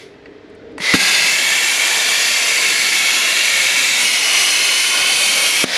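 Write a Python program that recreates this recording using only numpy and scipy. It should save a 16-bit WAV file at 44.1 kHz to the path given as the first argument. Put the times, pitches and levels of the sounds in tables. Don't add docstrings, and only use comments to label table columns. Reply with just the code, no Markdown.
import sys
import numpy as np
from scipy import signal
from scipy.fft import rfft, irfft, next_fast_len
from scipy.io import wavfile
from scipy.ndimage import uniform_filter1d, map_coordinates

SR = 44100
rng = np.random.default_rng(int(sys.argv[2]) if len(sys.argv) > 2 else 0)


def store_pcm(level_fs):
    pcm = np.round(np.clip(level_fs, -1, 1) * 32767).astype(np.int16)
    wavfile.write(sys.argv[1], SR, np.atleast_2d(pcm).T)


N = 254456
ARC_ON_S, PIERCED_S, CORNER_S, ARC_OFF_S = 0.937, 1.31, 4.01, 5.646


def amp(db):
    return 10 ** (np.asarray(db) / 20)


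def unit(x):
    return x / np.sqrt(np.mean(x ** 2) + 1e-20)


def along(points, hz):
    f, v = np.transpose(points)
    return np.interp(np.log(hz + 1), np.log(f + 1), v)


def clock():
    return np.arange(N) / SR


def step(x, centre, width):
    return .5 + .5 * np.tanh((x - centre) / width)


def bump(x, centre, width):
    return np.exp(-.5 * ((x - centre) / width) ** 2)


def wobble(rate):
    return map_coordinates(rng.standard_normal(int(N * rate / SR) + 4), [clock() * rate])


def filtered(x, response):
    m = next_fast_len(x.shape[-1] + SR // 4)
    return irfft(rfft(x, m) * response(np.fft.rfftfreq(m, 1 / SR)), m)[..., :x.shape[-1]]


def noise(spectrum, n):
    return unit(filtered(rng.standard_normal(n), lambda hz: amp(along(spectrum, hz))))


def add(track, s, sound):
    part = track[round(s * SR):][:len(sound)]
    part += sound[:len(part)]


def ring(modes, t):
    return sum(amp(db + rng.standard_normal() - 60 * t / t60) * np.sin(2 * np.pi * hz * t)
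               for hz, db, t60 in modes)


def turbulence(colour, patchy_db, size=2048, apart_hz=11100):
    hz, t, spectra = signal.stft(rng.standard_normal((2, N)), SR, nperseg=size)
    hz = hz[:, None]
    patches = uniform_filter1d(rng.standard_normal(spectra.shape[1:]), size=5, axis=0)
    patches = uniform_filter1d(patches, size=16, axis=1, mode="wrap")
    spectra = spectra * amp(colour(hz, t) + patchy_db * unit(patches))
    spectra[1] *= step(hz, apart_hz, 420)
    mid, side = signal.istft(spectra, SR, nperseg=size)[1][:, :N]
    return np.array([mid + side, mid - side])


# f/Hz, level/dB
FAN_SPECTRUM = [(25, -26), (48, -10), (110, -9), (160, -8), (250, -4.5), (400, -3), (550, -5.5),
                (700, -9.5), (1100, -14.5), (1900, -11), (2700, -17.5), (5000, -25), (8000, -41),
                (14000, -60)]
def fan_colour(hz, t, case_hz=285, case_db=10, blade_db=12):
    blade_hz = np.minimum(392 + 68 * t, 472)
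    return along(FAN_SPECTRUM, hz) + case_db * bump(hz, case_hz, 19) + blade_db * bump(hz, blade_hz, 28)


# f/Hz, level/dB relative to the fan's drone
POWER_HUM = [(48.4, -26), (96.9, -19), (296, -21), (457.6, -9), (630, -16)]
def machine(drone_db=-42.3, hiss_db=-50.0):
    t = clock()
    level_db = drone_db + 6.5 * bump(t, .73, .11) - 8.5 * step(t, ARC_ON_S, .1)
    rush = turbulence(fan_colour, patchy_db=1.2)
    drone = filtered(rush, lambda hz: 1 - step(hz, 750, 100))
    hum = sum(amp(db + 0.8 * wobble(3.5)) * np.sqrt(2) * np.sin(2 * np.pi * hz * t + 0.79 * wobble(9.2))
              for hz, db in POWER_HUM)
    return amp(level_db) * (unit(drone) + hum) + amp(hiss_db) * unit(rush - drone)


# t/s, f/Hz, boost/dB
NOZZLE_GAP = [(0.8, 2080, 9.5), (1.25, 2070, 11.5), (1.45, 2210, 11.5), (1.9, 2280, 11.5), (2.3, 2250, 10),
              (3.3, 2240, 11), (3.9, 2250, 14), (4.15, 2130, 12.5), (4.5, 2210, 7), (5.6, 2230, 9)]
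def gap_resonance(hz, t, width_hz=120):
    times, centre_hz, boost_db = np.transpose(NOZZLE_GAP)
    return np.interp(t, times, boost_db) * bump(hz, np.interp(t, times, centre_hz), width_hz)


# f/Hz, level/dB
AIR_SPECTRUM = [(50, -34), (180, -23), (500, -2.5), (900, -4.5), (1300, -4), (2000, 4.5), (2900, -1),
                (3500, 2), (5000, -1), (7000, -8.5), (8500, -18.5), (9200, -9.5), (12000, -21),
                (15000, -45)]
def air_jet(gain_db=-10.5, valve_open_s=.79, fill_s=0.046, reflow_share=0.28, reflow_s=.11):
    t = clock()
    opening_hiss = amp(-36.5 - 177 * np.maximum(t - .02, 0))
    filling = 1 - np.exp(-np.maximum(t - valve_open_s, 0) / fill_s)
    reflow = reflow_share ** np.clip(1 - (t - ARC_OFF_S) / reflow_s, 0, 1)
    flow = np.where(t < (ARC_ON_S + ARC_OFF_S) / 2, filling ** 1.5, reflow)
    colour = lambda hz, s: along(AIR_SPECTRUM, hz) + (s < ARC_OFF_S) * gap_resonance(hz, s)
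    return (opening_hiss + amp(gain_db) * flow) * turbulence(colour, patchy_db=1.0)


# f/Hz, level/dB, t60/s
TORCH_MODES = [(1940, -3, 0.05), (2230, -4, 0.026), (2600, -5, 0.018), (4600, -9, 0.019),
               (8100, -36, 0.023)]
# t/s, body gain/dB, tick gain/dB, thud gain/dB
CONTACTS = [(0.139, -42, -70, -60), (0.2576, -31.5, -68, -54), (0.4974, -60, -52, -60),
            (0.549, -55, -49, -60), (0.7174, -62, -58, -60), (0.7805, -20.5, -28, -48),
            (0.8022, -20.5, -38, -17.5)]
def clicks():
    out, t = np.zeros(N), np.arange(SR // 5) / SR
    attack = 1 - np.exp(-t / 0.0003)
    for s, body_db, tick_db, thud_db in CONTACTS:
        crack = noise([(150, -32), (600, 10), (2200, -1), (5000, -11), (12000, -42)], len(t))
        bright = unit(filtered(rng.standard_normal(len(t)), lambda hz: bump(hz, 8200, 1900)))
        tick = bright * amp(tick_db - 8.0 - 60 * t / .045)
        body = amp(body_db) * (ring(TORCH_MODES, t) + 0.46 * crack * amp(-60 * t / 0.05))
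        thud = amp(thud_db - 60 * t / 0.043) * (1 - np.exp(-t / .003)) * np.sin(2 * np.pi * 190 * t)
        add(out, s, attack * (body + thud + tick))
    return out


def stage_shares(t):
    through, turned = step(t, PIERCED_S, 0.064), step(t, CORNER_S, 0.034)
    return np.array([1 - through, through - turned, turned])


# f/Hz, half width/Hz, boost/dB
PIERCING_MODES = [(1400, 45, 4), (1635, 65, 11.5), (2600, 220, 8), (3420, 53, 5.5), (3590, 22, 12),
                  (3860, 110, 5), (4270, 38, 9), (4450, 46, 10), (4800, 71, 8.5), (6600, 100, 5.5),
                  (7000, 120, 5), (9160, 54, 6)]
FIRST_SIDE_MODES = [(1034, 52, 3.1), (1393, 42, 6.3), (1775, 113, 6.9), (2670, 90, 7.2), (3245, 26, 6.5),
                    (3380, 22, 5.3), (3645, 24, 6.5), (3980, 150, 1.9), (4490, 76, 4.2), (6020, 65, 6.7),
                    (6830, 88, 7.6), (7470, 77, 6.9), (9070, 170, 3.1)]
SECOND_SIDE_MODES = [(1115, 69, 5.5), (1436, 34, 7.4), (2563, 67, 7.3), (2910, 165, 4.1), (3560, 43, 2.9),
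                     (4220, 170, 3.9), (6010, 410, 3.6), (9400, 560, 5.9)]
# t/s, half length/s, f/Hz, boost/dB
EDGE_WHISTLES = [(1.15, 0.18, 2640, 4), (2.4, .25, 5000, 4.5), (2.446, 0.26, 4540, 5.5),
                 (3.17, .17, 4080, 4.5), (3.3, .13, 2780, 6), (3.85, 0.13, 2670, 6), (3.87, 0.07, 7700, 10),
                 (3.98, 0.11, 7160, 5), (4.458, 0.13, 5900, 7.5), (4.656, 0.1, 4200, 9),
                 (5.197, 0.11, 4570, 10)]
def cut_resonances(hz, t, slot_db=7.5):
    shares = stage_shares(t)
    cavities = sum(share * sum(db * bump(hz, centre, width) for centre, width, db in modes)
                   for share, modes in zip(shares, (PIERCING_MODES, FIRST_SIDE_MODES, SECOND_SIDE_MODES)))
    slot_hz = 2846 + 220 * np.maximum(t - CORNER_S, 0)
    slot = slot_db * shares[-1] * bump(hz, slot_hz, 70)
    whistles = sum(db * bump(t, s, half) * bump(hz, centre, 85) for s, half, centre, db in EDGE_WHISTLES)
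    return cavities + slot + whistles


# f/Hz, level/dB
ARC_SPECTRUM = [(50, -37.5), (160, -13.5), (550, -4.5), (850, -5.5), (1300, -7), (2000, -1), (3500, -0.17),
                (5500, -3), (8000, -5.5), (8650, -10), (9150, -5.5), (11200, -7.5), (12500, -15),
                (15600, -38)]
# level/dB, extra roar/dB, extra sizzle/dB
CUT_STAGES = [(-10.6, .3, -2.5), (-11.5, -2.5, -2.5), (-11.5, -3.5, -3.3)]
# t/s, half length/s, extra roar/dB, extra sizzle/dB
STEEL_SPURTS = [(2.15, .12, 1.3, 0.8), (3.15, .16, 1.5, 0.5), (4.027, 0.02, 2.5, 3),
                (4.82, 0.041, -3.5, .5), (4.99, .06, 3, -1), (5.214, 0.054, 0, 2)]
def arc_jet():
    stage_db, stage_roar_db, stage_sizzle_db = np.transpose(CUT_STAGES)

    def colour(hz, t):
        past_corner = np.maximum(t - CORNER_S, 0)
        roar_db = stage_roar_db @ stage_shares(t) + 2.0 * past_corner
        sizzle_db = stage_sizzle_db @ stage_shares(t) + 1.5 * past_corner
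        for s, half, low_db, high_db in STEEL_SPURTS:
            roar_db += low_db * bump(t, s, half)
            sizzle_db += high_db * bump(t, s, half)
        balance = roar_db * (1 - step(hz, 1450, 200)) + sizzle_db * step(hz, 6800, 1300)
        return along(ARC_SPECTRUM, hz) + gap_resonance(hz, t) + cut_resonances(hz, t) + balance

    t = clock()
    dip_db = 4.8 * bump(t, 0.98, .014)
    dwell_db = 1.9 * bump(t, 4.4, .08)
    flutter_db = 0.35 * wobble(25) + 0.29 * wobble(140)
    level_db = stage_db @ stage_shares(t) - dip_db + dwell_db + flutter_db
    return amp(level_db) * turbulence(colour, patchy_db=2.1)


# t/s, level/dB, half length/s, crack level/dB
ARC_POPS = [(0.9413, -11.5, 0.0013, -6.5), (0.9453, -3, 0.00069, -24), (0.952, -11, 0.00063, -15),
            (5.642, -7, 0.00053, -14)]
# f/Hz, level/dB, t60/s
PAN_MODES = [(191, -28, 0.63), (259.7, -18, 0.22), (328, -48, 0.06)]
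def pops(boom_db=-2, bass_hz=110):
    out, t = np.zeros(N), np.arange(SR // 2) / SR
    for s, db, half, crack_db in ARC_POPS:
        swing = (clock() - s) / half
        out += amp(db) * swing * np.exp((1 - swing ** 2) / 2)
        add(out, s, amp(db + boom_db) * ring(PAN_MODES, t))
        crack = noise([(300, -9), (1000, -3), (1700, 3), (4000, -17), (13000, -48)], len(t))
        add(out, s - .003, crack * amp(crack_db - 60 * t / 0.036))
    return signal.sosfilt(signal.butter(2, bass_hz, "highpass", fs=SR, output="sos"), out)


def scene():
    burning = step(clock(), ARC_ON_S, 0.0015) - step(clock(), ARC_OFF_S, 0.0032)
    return burning * arc_jet() + (1 - burning) * air_jet() + pops() + clicks() + machine()


def record(dry, top_hz=15780):
    rounded = dry / (1 + np.abs(dry) ** 8) ** (1 / 8)
    return filtered(rounded, lambda hz: hz < top_hz)


dry = scene()
out = record(dry)
store_pcm(out)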